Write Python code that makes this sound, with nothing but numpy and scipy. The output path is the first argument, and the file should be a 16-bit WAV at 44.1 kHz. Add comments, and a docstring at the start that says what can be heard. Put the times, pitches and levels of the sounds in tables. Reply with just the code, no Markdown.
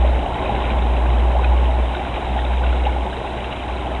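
"""A dense churn of bubbles, as gas boils up through shallow flood water.
Each bubble rings as a resonator, its gas the spring and the water around it the mass: large ones
give single blups that rise in pitch, small ones pop and crackle as foam.
A deep hum, like that of a distant pump, swells and fades beneath it.
All is heard through the narrow band of a small camera, which adds its own faint hiss."""
import sys
import numpy as np
from scipy import signal
from scipy.fft import rfft, irfft, next_fast_len
from scipy.io import wavfile
from scipy.ndimage import map_coordinates

SR = 44100
rng = np.random.default_rng(int(sys.argv[2]) if len(sys.argv) > 2 else 0)


def master_out(mix):
    """Clip the mix to full scale and print it as 16-bit PCM to the path in sys.argv[1]."""
    frames = np.transpose(np.atleast_2d(mix))
    ceiling = np.clip(frames, -1, 1)
    pcm = np.round(ceiling * 32767).astype(np.int16)
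    wavfile.write(sys.argv[1], SR, pcm)


N = 176400

# Spectrum of foam and spray. Each row: frequency in Hz, relative level in dB.
FOAM_SPECTRUM = [(600, -20), (1200, 1.5), (1450, 4), (1750, -1), (2150, 3), (2600, 2), (3050, 1),
                 (3500, -4), (3820, -1), (4100, -12)]


def amp(db):
    """The decibel scale: every 20 dB is a factor of ten in amplitude."""
    return 10 ** (np.asarray(db) / 20)


def curve(rows):
    """Linear interpolation of (seconds, value) rows gives one value per sample."""
    return np.interp(np.arange(N) / SR, *np.transpose(rows))


def wobble(rate):
    """Smooth random modulation: a spline through Gaussian knots, `rate` of them a second."""
    knots = rng.standard_normal(int(N * rate / SR) + 4)
    return map_coordinates(knots, [np.arange(N) * rate / SR])


def filtered(x, response):
    """Linear filtering multiplies the spectrum by a frequency response."""
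    size = next_fast_len(N + SR // 2)
    return irfft(rfft(x, size) * response(np.fft.rfftfreq(size, 1 / SR)), size)[:N]


def coloured(x, spectrum):
    """Spectral shaping by (Hz, dB) rows, with the result scaled to rms 1."""
    knot_hz, db = np.transpose(spectrum)
    shaped = filtered(x, lambda hz: amp(np.interp(np.log(hz + 1), np.log(knot_hz), db)))
    return shaped / np.sqrt(np.mean(shaped ** 2) + 1e-20)


def echo(x):
    """Diffuse reflection from the surroundings: convolution with exponentially decaying noise."""
    level_db, t60_s, delay_s = -14, .08, .008
    t = np.arange(SR // 3) / SR
    tail = rng.standard_normal(len(t)) * amp(-60 * t / t60_s) * (t > delay_s)
    return amp(level_db) * signal.fftconvolve(x, tail / np.linalg.norm(tail))[:N]


def bubbles(rows, samples=3000):
    """Bubble resonance: each sine swells and dies away, its pitch rising as the bubble surfaces."""
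    start_s, hz, peak_db, swell_s, rise_hz = np.transpose(rows)[:, :, None]
    age = np.arange(samples) / SR / swell_s  # 1 at the peak
    pitch = hz + rise_hz * (1 - np.exp(-age / 1.16))  # shoots up, then levels off
    envelope = amp(peak_db) * (age * np.exp(1 - age)) ** 1.5
    rings = envelope * np.sin(2 * np.pi * np.cumsum(pitch, axis=1) / SR)
    at = np.round(np.abs(start_s) * SR).astype(int) + np.arange(samples)
    return np.bincount(at.ravel(), rings.ravel(), N)[:N]


def swarm(low_hz, high_hz, spread_db, swell_cycles, rise_share, count, samples):
    """Superposition of random bubbles: all ring for about as many cycles, so small ones die sooner."""
    jitter, pitch, strength, climb = rng.random((count, 4)).T
    start_s = (np.arange(count) + 20 * jitter) % count / count * N / SR
    hz = low_hz * (high_hz / low_hz) ** pitch
    db = spread_db * strength + 20 * np.log10(hz / low_hz)
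    return bubbles(np.transpose([start_s, hz, db, swell_cycles / hz, rise_share * climb * hz]), samples)


def hum():
    """Amplitude modulation: a deep, nearly pure tone swells and fades under a faint, steady octave."""
    # Each row: time in seconds, level in dB.
    levels = [(.06, -14), (.19, -18), (.26, -35), (.45, -28.5), (.62, -21), (.8, -17), (.95, -18),
              (1.2, -12.5), (1.42, -17), (1.52, -13.3), (1.84, -17), (1.97, -26.5), (2.2, -32.5),
              (2.32, -21.5), (2.66, -16), (2.88, -19), (3.08, -24), (3.22, -38), (3.4, -28), (3.52, -35),
              (3.65, -27), (4, -27)]
    # Each row: time in seconds, frequency in Hz.
    pitches = [(0, 61.16), (1, 59.55), (1.5, 61), (2.2, 60.86), (2.8, 61.7), (3.3, 62.26), (4, 61.6)]
    waver_db, octave_db = .83, -49
    phase = 2 * np.pi * np.cumsum(curve(pitches)) / SR
    fundamental = amp(curve(levels) + waver_db * wobble(21)) * np.sin(phase)
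    return np.sqrt(2) * (fundamental + amp(octave_db) * np.sin(2 * phase))


def foam():
    """Tiny bubbles resonate high: they crackle in flurries over a soft fizz, blurred by their echo."""
    # Strength of the foam. Each row: time in seconds, gain in dB.
    froth = [(0, 0.8), (.28, -.7), (.47, 1), (.69, 2.5), (.8, -0.5), (1.1, -0.9), (1.8, -0.5), (2.1, 0.5),
             (2.59, -.8), (2.9, .5), (3.03, -2), (3.45, -0.1), (3.8, -1)]
    grains = swarm(1150, 4243, spread_db=18, swell_cycles=3.35, rise_share=.12, count=2200, samples=800)
    crackle = amp(-40.5 + 1.5 * wobble(50)) * coloured(grains + echo(grains), FOAM_SPECTRUM)
    fizz = amp(-37 + 1.1 * wobble(70)) * coloured(rng.standard_normal(N), FOAM_SPECTRUM)
    return amp(curve(froth)) * (crackle + fizz)


def pops():
    """Impulsive excitation: a bursting bubble rings briefly and roughly and throws a little spray."""
    # Each row: start in seconds, starting pitch in Hz, level in dB, swell time in seconds.
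    bursts = [(.452, 3550, -32, .0015), (.552, 3600, -31, .0018), (.622, 2900, -27, .0015),
              (.702, 2300, -21, .0016), (.822, 3550, -29, .0012), (.966, 2560, -23.5, .0014),
              (1.060, 1480, -25, .002), (1.435, 1450, -26, .0025), (1.442, 2380, -22, .003),
              (1.946, 1400, -24, .003), (1.951, 3600, -32, .0015), (1.966, 3650, -32, .0015),
              (2.049, 1480, -27, .002), (2.14, 2250, -26, .0012), (2.159, 2550, -26, .0015),
              (2.389, 1760, -25, .0022), (2.533, 1500, -26, .0027), (2.636, 1420, -21.5, .002),
              (2.665, 2560, -26, .0016), (2.726, 1390, -26, .003), (2.852, 2650, -23, .0013),
              (2.868, 3700, -31, .0014), (2.893, 1430, -29, .004), (3.127, 1540, -28, .0025),
              (3.167, 3650, -30, .0014), (3.372, 3700, -31.5, .0015), (3.443, 2600, -23, .0017),
              (3.525, 2780, -24, .0014)]
    rise_share, spray_db, spray_peak_s = .057, -7, .004
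    start_s, hz, db, swell_s = np.transpose(bursts)
    rings = bubbles(np.transpose([start_s, hz, db, swell_s, rise_share * hz]))
    roughness = np.cos(.5 * wobble(900))
    age = np.maximum(np.arange(N) / SR - start_s[:, None], 0) / spray_peak_s
    spray_envelope = amp(db + spray_db) @ (age * np.exp(1 - age))
    return rings * roughness + spray_envelope * coloured(rng.standard_normal(N), FOAM_SPECTRUM)


def boil():
    """Flow noise: welling water rumbles, churns and gurgles with bubbles, louder as the flow grows."""
    # Strength of the flow. Each row: time in seconds, level in dB, taken relative to its mean.
    flow = [(0, -27.5), (.25, -26.5), (.6, -25.5), (1, -27), (1.5, -27), (1.9, -28.5), (2.5, -29),
            (2.85, -29), (3.35, -30), (3.7, -30.5), (3.9, -28.5), (4, -28)]
    # Three spectra. Each row: frequency in Hz, relative level in dB.
    rumble_spectrum = [(10, -36), (21, -5.5), (31, -3.5), (43, 0), (62, 2.5), (82, 0), (95, -4),
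                       (122, -0.5), (160, -9), (260, -15), (600, -75)]
    churn_spectrum = [(100, -40.5), (190, -1), (300, -4), (345, -2.5), (375, 0), (410, -5), (480, -8),
                      (620, -1), (830, 0.5), (1020, -6), (1250, -22), (1800, -20), (4000, -47)]
    gurgle_spectrum = [(150, -12.5), (300, -0.5), (470, -2), (620, 2), (780, -6), (835, 5), (890, -7.5),
                       (1100, -2), (1280, -18.5), (2500, -46.5)]
    flow_db = curve(flow)
    flow_db -= flow_db.mean()
    rumble = amp(-31.5 + 1.37 * flow_db) * coloured(rng.standard_normal(N), rumble_spectrum)
    churn = amp(-28 + .39 * wobble(24.92)) * coloured(rng.standard_normal(N), churn_spectrum)
    rings = swarm(233.8, 1125, spread_db=12, swell_cycles=2.53, rise_share=.35, count=2000, samples=3000)
    gurgle = amp(-32.5) * coloured(rings, gurgle_spectrum)
    return rumble + amp(flow_db) * (churn + gurgle)


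def blups():
    """Large bubbles resonate low; they surface at scattered places, so each has its own echo."""
    # Each row: start in seconds, starting pitch in Hz, peak level in dB, swell time in seconds,
    # pitch rise in Hz.
    large_bubbles = [(.046, 590, -14, .004, 30), (.092, 580, -20, .004, 60), (.227, 600, -21, .004, 40),
                     (.260, 520, -15, .004, 330), (.492, 750, -13, .005, 100), (.593, 800, -24.5, .006, 30),
                     (1.351, 520, -19, .003, 150), (1.359, 630, -15, .007, 260),
                     (1.392, 900, -19.5, .004, 160), (1.516, 720, -16.5, .006, 170),
                     (1.908, 740, -23, .007, 90), (2.005, 740, -21, .006, 100), (2.164, 760, -20, .004, 80),
                     (2.358, 600, -18, .007, 290), (2.492, 650, -21, .004, 110),
                     (2.608, 780, -20, .004, 50), (2.770, 700, -18, .003, 80), (2.857, 480, -20, .003, 150),
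                     (2.863, 750, -15, .007, 120), (2.879, 900, -23.5, .005, 100),
                     (2.962, 700, -16.5, .004, 170), (3.064, 620, -16.5, .004, 300),
                     (3.213, 560, -19.5, .004, 70), (3.853, 560, -19.5, .008, 280),
                     (3.912, 540, -21, .005, 100)]
    rings = [bubbles([row]) for row in large_bubbles]
    return sum(ring + echo(ring) for ring in rings)


def scene():
    """Superposition: hum, boiling water, blups, foam and echoing pops add in one channel."""
    bursts = pops()
    return (hum() + boil() + blups() + foam() + bursts + echo(bursts))[None]


def record(dry):
    """Band limiting: the camera cuts the treble steeply and adds an even hiss that reaches higher."""
    band_hz, hiss_top_hz, hiss_db = 4120, 10050, -53
    narrow = filtered(dry[0], lambda hz: 1 / np.sqrt(1 + (hz / band_hz) ** 200))
    hiss = amp(hiss_db) * rng.standard_normal(N)
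    return filtered(narrow + hiss, lambda hz: hz < hiss_top_hz)[None]


dry = scene()
out = record(dry)
master_out(out)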